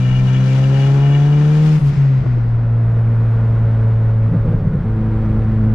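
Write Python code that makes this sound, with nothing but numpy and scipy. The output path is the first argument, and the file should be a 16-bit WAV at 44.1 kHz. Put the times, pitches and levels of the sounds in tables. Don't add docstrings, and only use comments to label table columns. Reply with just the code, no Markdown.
import sys
import numpy as np
from scipy import signal
from scipy.fft import rfft, irfft
from scipy.io import wavfile
from scipy.ndimage import uniform_filter1d

SR = 44100
rng = np.random.default_rng(int(sys.argv[2]) if len(sys.argv) > 2 else 0)


def unload_audio(sound):
    columns = np.transpose(np.atleast_2d(sound))
    steps = np.round(np.clip(columns, -1, 1) * 32767)
    wavfile.write(sys.argv[1], SR, steps.astype(np.int16))


N = 253134
T = np.arange(N) / SR


def from_db(db):
    return 10 ** (np.asarray(db) / 20)


def rms_one(x):
    return x / np.sqrt(np.mean(x ** 2) + 1e-20)


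def evened(x, span_s):
    return x / np.sqrt(np.abs(uniform_filter1d(x ** 2, int(span_s * SR))) + 1e-12)


def ramp(start_s, length_s):
    return np.clip((T - start_s) / length_s, 0, 1)


def bump(s, half_s):
    return np.exp(-((T - s) / half_s) ** 2)


def in_time(points):
    return np.interp(T, *np.transpose(points))


def drift(rate_hz, hop=40, run_in=2000):
    r = np.exp(-2 * np.pi * rate_hz * hop / SR)
    white = rng.standard_normal(N // hop + run_in + 2)
    slow = signal.lfilter([1], [1, -2 * r, r * r], white)[run_in:]
    return np.interp(np.arange(N) / hop, np.arange(len(slow)), rms_one(slow))


def noise(spectrum):
    hz, db = np.transpose(spectrum)
    bins = np.maximum(np.fft.rfftfreq(N, 1 / SR), 1)
    roll_off = np.minimum(bins / hz[0], 1) ** 2 * np.minimum(hz[-1] / bins, 1) ** 2
    gain = from_db(np.interp(np.log(bins), np.log(hz), db)) * roll_off
    return rms_one(irfft(rfft(rng.standard_normal(N)) * gain, N))


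def resonate(x, modes):
    out = 0
    for k, (hz, width, db) in enumerate(modes):
        r = np.exp(-np.pi * width / SR)
        poles = [1, -2 * r * np.cos(2 * np.pi * hz / SR), r * r]
        out = out + (-1) ** k * from_db(db) * (1 - r * r) / 2 * signal.lfilter([1, 0, -1], poles, x)
    return out


def place(x, pan_db, lag_ms=0):
    gain = from_db(pan_db)
    left, right = x * np.ones((2, N))
    return 2 * np.array([gain * np.interp(T - lag_ms / 1000, T, left), right]) / (gain + 1)


def spread(mid, side):
    return np.array([mid + side, mid - side])


def engine_load():
    lifted = ramp(start_s=1.717, length_s=0.093)
    settled = ramp(start_s=2.31, length_s=0.75)
    slowed = ramp(start_s=4.45, length_s=0.54)
    return 1 - lifted, lifted - settled, settled - slowed, slowed


def body_rumble(cruise_db=-27.5, pull_change_db=-7, lug_change_db=4.5):
    # (frequency [Hz], relative level [dB])
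    spectrum = [(10, -15), (20, -2.5), (28, 0), (44, -0.5), (60, -4), (85, -9.5), (130, -13), (200, -20.5),
                (400, -45)]
    # (time [s], half length [s], gain [dB])
    heaves = [(0.17, .11, 11.5), (2.08, .07, -6.5), (2.483, .1, 3.5), (3.58, .06, 3.5), (4.469, .22, 5.5),
              (5.333, .12, 3)]
    pulling, _, _, lugging = engine_load()
    level_db = cruise_db + pull_change_db * pulling + lug_change_db * lugging
    level_db += sum(db * bump(s, half) for s, half, db in heaves)
    return place(from_db(level_db) * evened(noise(spectrum), span_s=0.13), pan_db=1.5)


def tyres(roar_db=-34.5, hum_db=-50.5, pull_change_db=-1, grain_db=0.5, diffuse_hz=600):
    # (frequency [Hz], relative level [dB])
    spectrum = [(60, 8), (180, 13.5), (270, 8), (350, 6.5), (480, 4.5), (750, 0.5), (1050, -1), (1250, -3),
                (1550, -5.5), (2100, -11.5), (3000, -21), (4300, -27.5), (7400, -41.5), (8700, -39.5),
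                (13000, -50.5)]
    # (frequency [Hz], width [Hz], relative level [dB])
    tread_modes = [(285, 57, -0.5), (563, 50, 0.5), (980, 80, -4), (1433, 76, 4)]
    # (time [s], half length [s], gain [dB])
    coarse = [(1.05, 0.64, 4.5), (3.501, 0.65, 3.5), (4.423, 0.15, 1.5), (5.4, 0.5, 3)]
    side = signal.sosfilt(signal.butter(2, diffuse_hz, "high", fs=SR, output="sos"), noise(spectrum))
    hum = from_db(hum_db) * rms_one(resonate(rng.standard_normal(N), tread_modes))
    gain_db = sum(db * bump(s, half) for s, half, db in coarse) + grain_db * drift(25)
    gain_db += pull_change_db * engine_load()[0]
    roar = from_db(roar_db) * spread(noise(spectrum), 0.73 * side)
    return place(from_db(gain_db) * (roar + hum), pan_db=5, lag_ms=0.02)


def knocks(attack_s=0.0012):
    # (time [s], level [dB], decay [s])
    thuds = [(2.26, -21, 0.0075), (2.371, -27.5, 0.022)]
    # (frequency [Hz], relative level [dB])
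    spectrum = [(150, -31.5), (330, 12), (480, 6), (800, -9.5), (1150, -12.5), (1800, -24), (4000, -40.5)]
    envelope = 0
    for s, db, decay in thuds:
        age = np.maximum(T - s, 0)
        envelope = envelope + from_db(db) * (1 - np.exp(-(age / attack_s) ** 2)) * np.exp(-age / decay)
    return place(envelope * evened(noise(spectrum), span_s=0.006), pan_db=-15.5)


def air(firings, rush_db=-44, hiss_db=-64.5, whoosh_db=-46, flutter_db=1, pulsing=0.12,
        dies_s=1.87, rush_fall_db_per_s=31, hiss_fall_db_per_s=59.5):
    # (frequency [Hz], relative level [dB])
    rush_spectrum = [(550, -5.5), (780, 10.5), (1100, 4), (1700, 6), (2100, 7), (3000, 5.5), (4000, 0),
                     (5200, -1.5), (6200, -4.5), (7200, -7.5), (8200, -14.5), (10500, -27.5),
                     (14000, -41.5)]
    # (frequency [Hz], relative level [dB])
    hiss_spectrum = [(5000, -4.5), (7800, -3.5), (8700, -0.5), (10500, -5), (12500, -6.5), (13400, -16),
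                     (14500, -27.5)]
    # (frequency [Hz], relative level [dB])
    whoosh_spectrum = [(900, -11), (1900, 3), (2500, -2), (3300, -13.5), (5000, -13.5), (8000, -40)]
    # (time [s], half length [s], rush gain [dB], hiss gain [dB])
    surges = [(0.52, 0.099, 4, 3.5), (0.79, 0.13, 4.5, 4.5), (1.68, 0.19, 4.5, 6), (1.88, 0.035, 1.5, 5.5)]
    dying_s = np.maximum(T - dies_s, 0)
    rush_gain_db = sum(db * bump(s, half) for s, half, db, _ in surges) - rush_fall_db_per_s * dying_s
    hiss_gain_db = sum(db * bump(s, half) for s, half, _, db in surges) - hiss_fall_db_per_s * dying_s
    throb = from_db(flutter_db * drift(29)) * (1 + pulsing * np.sin(2 * np.pi * firings))
    rush = from_db(rush_db + rush_gain_db) * spread(noise(rush_spectrum), 0.82 * noise(rush_spectrum))
    hiss = from_db(hiss_db + hiss_gain_db) * spread(noise(hiss_spectrum), noise(hiss_spectrum))
    whoosh = from_db(whoosh_db) * bump(1.95, half_s=0.5) * noise(whoosh_spectrum)
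    choke = from_db(-7 * bump(1.825, half_s=0.056))
    pan_db = 8.5 - 3.5 * ramp(start_s=1.05, length_s=0.65)
    return place(choke * (throb * rush + whoosh), pan_db) + throb * hiss


def thin_metal(modes, firings, chatter_db=1.5, pulsing=0.19):
    shaking = from_db(chatter_db * drift(25)) * (1 + pulsing * np.sin(np.pi * firings))
    mid, side = (evened(resonate(rng.standard_normal(N), modes), span_s=0.052) for _ in range(2))
    return place(rms_one(shaking) * spread(mid, 0.3 * side), pan_db=9.5, lag_ms=0.05)


def rattle(firings, buzz_db=-41):
    # (time [s], half length [s], level [dB])
    bursts = [(0.088, 0.047, -38.5), (0.167, 0.041, -38.5), (0.302, 0.041, -41), (0.366, 0.021, -35),
              (0.516, 0.052, -40.5), (0.647, 0.015, -36), (0.784, 0.049, -37.5), (0.844, 0.041, -40.5),
              (1.068, 0.065, -39.5), (1.155, 0.035, -36), (1.341, 0.026, -45), (1.452, .03, -47)]
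    # (frequency [Hz], width [Hz], relative level [dB])
    rattle_modes = [(1830, 45, -4), (2306, 33, -1), (2640, 200, -15), (2880, 32, 6.5), (3356, 23, -6),
                    (6800, 130, -23.5)]
    # (frequency [Hz], width [Hz], relative level [dB])
    buzz_modes = [(1324, 26, 0), (1585, 75, -5), (1804, 35, -2.5), (2368, 24, 0.5), (2900, 44, -4.5),
                  (3370, 33, -8), (3740, 47, -15), (3980, 19, -14.5), (4220, 70, -21), (4760, 47, -18),
                  (5970, 120, -19.5), (6140, 120, -17)]
    rattle_gain = sum(from_db(db) * bump(s, half) for s, half, db in bursts)
    buzz_gain = from_db(buzz_db) * (1 - ramp(start_s=1.42, length_s=0.42))
    return rattle_gain * thin_metal(rattle_modes, firings) + buzz_gain * thin_metal(buzz_modes, firings)


def stumbles():
    # (time [s], half length [s], drone lost [share], burble [dB], rasp [dB])
    events = [(1.803, 0.015, 1, -24, -42), (1.924, 0.012, 0.92, -22, -40), (1.955, 0.015, 0.97, -19.5, -61),
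              (2.205, 0.0083, 0.79, -21, -50), (2.245, 0.014, 1, -24, -34),
              (4.296, 0.0076, 0.64, -14.5, -34), (4.345, .028, 0.53, -13, -25),
              (4.471, 0.028, 0.82, -12, -26.5), (4.536, 0.026, 0.3, -14.5, -27.5),
              (4.618, 0.04, 0.97, -24.5, -34.5), (4.67, 0.043, 1, -15, -35.5),
              (4.753, 0.032, 1, -14.5, -32), (4.822, 0.038, 0.98, -20.5, -45)]
    s, half, lost, burble_db, rasp_db = np.transpose(events)
    bumps = bump(s[:, None], half[:, None])
    steady = np.prod(1 - lost[:, None] * bumps, axis=0)
    return steady, from_db(burble_db) @ bumps, from_db(rasp_db) @ bumps


def burble(firing_hz, lowest_boost_db=4):
    # (frequency [Hz], width [Hz], relative gain per pass [dB])
    pipe_modes = [(105, 43, -3.5), (147, 26, 2), (167.9, 26.3, 1)]
    # (frequency [Hz], relative level [dB])
    rasp_spectrum = [(150, -39), (270, 4), (350, -8), (490, -2.5), (600, -10.5), (800, -25), (1400, -27),
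                     (3000, -53)]
    _, boom_gain, rasp_gain = stumbles()
    slow = np.clip((140 - firing_hz) / 30, 0, 1)
    lowest, *upper = (resonate(resonate(rng.standard_normal(N), [mode]), [mode]) for mode in pipe_modes)
    boom = evened(from_db(lowest_boost_db) * slow * lowest + sum(upper), span_s=0.05)
    rasp = evened(noise(rasp_spectrum), span_s=0.025)
    return place(boom_gain * boom + rasp_gain * rasp, pan_db=-2)


def cabin_gain(hz):
    # (frequency [Hz], width [Hz], lift [dB])
    modes = [(188.6, 27.8, 13.5), (412.7, 26, 8), (449.3, 31, 8.5), (532, 35, 12), (704, 54, 7.5),
             (832, 57, 9)]
    return from_db(sum(db / (1 + (2 * (hz - centre) / width) ** 4) for centre, width, db in modes))


def overtone_weights(pull_floor=0.07, cruise_floor=0.12):
    pulling, coasting, cruising, lugging = engine_load()
    effort = 0.71 + 0.29 * ramp(start_s=0, length_s=1.4)
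    growl = 0.95 * lugging + 0.15 * coasting
    return np.array([np.maximum(effort * pulling, pull_floor), np.maximum(cruising, cruise_floor), growl])


def exhaust(firing_hz, firings, drone_waver=0.025, overtone_waver=0.27, phase_waver_rad=0.45):
    # (time [s], level [dB])
    drone_levels = [(0, -13), (1.1, -10.5), (2.05, -10.6), (2.43, -15), (2.9, -13), (4.25, -13),
                    (4.95, -17), (5.4, -18), (5.74, -13.5)]
    # (multiple of the firing rate, pulling [dB], cruising [dB], lugging [dB])
    orders = [(.5, -43.5, -38.5, -35.5), (.75, -47.5, -47, -53), (1.25, -49, -46, -31.5),
              (1.5, -37, -39.5, -38), (2, -31.5, -33.5, -24), (2.5, -42, -49, -46.5), (3, -39.5, -53, -35),
              (3.5, -56, -54.5, -53), (4, -45.5, -49.5, -44.5), (4.5, -63.5, -58.5, -43.5),
              (5, -45.5, -43.5, -61), (5.5, -58.5, -54.5, -55), (6, -46.5, -53, -62.5),
              (7, -48, -66, -50.5), (8, -50.5, -56, -62)]
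    steady, _, _ = stumbles()
    drone_gain = from_db(in_time(drone_levels)) * (1 + drone_waver * drift(10))
    drone = drone_gain * np.sin(2 * np.pi * firings)
    weights = overtone_weights()
    unrest = 1 - 0.59 * weights[0]
    overtones = 0
    for multiple, *levels_db in orders:
        gain = from_db(levels_db) @ weights * cabin_gain(multiple * firing_hz)
        gain *= 1 + overtone_waver * unrest * drift(7.7)
        phase = 2 * np.pi * (multiple * firings + rng.random()) + phase_waver_rad * unrest * drift(10)
        overtones = overtones + gain * np.sin(phase)
    drone = place(drone * steady, pan_db=1.5, lag_ms=0.02)
    overtones = place(overtones * np.sqrt(steady), pan_db=3, lag_ms=0.2)
    return np.sqrt(2) * (drone + overtones)


def scene():
    # (time [s], firing rate [Hz])
    revs = [(0, 125), (0.5, 130.7), (1, 139), (1.4, 147.5), (1.66, 154.5), (1.75, 152.6), (1.86, 140.9),
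            (2.02, 138.5), (2.31, 122.7), (2.43, 115.8), (3.3, 113.2), (4.2, 110.9), (5.35, 108.5),
            (5.74, 108.9)]
    firing_hz = in_time(revs)
    firings = np.cumsum(firing_hz) / SR
    engine = exhaust(firing_hz, firings) + burble(firing_hz)
    return engine + body_rumble() + tyres() + knocks() + air(firings) + rattle(firings)


def record(dry):
    left, right = dry
    width = 1 - ramp(start_s=2.3, length_s=0.51)
    narrowed = spread((left + right) / 2, width * (left - right) / 2)
    return signal.sosfilt(signal.cheby2(12, 70, 14500, fs=SR, output="sos"), narrowed)


dry = scene()
out = record(dry)
unload_audio(out)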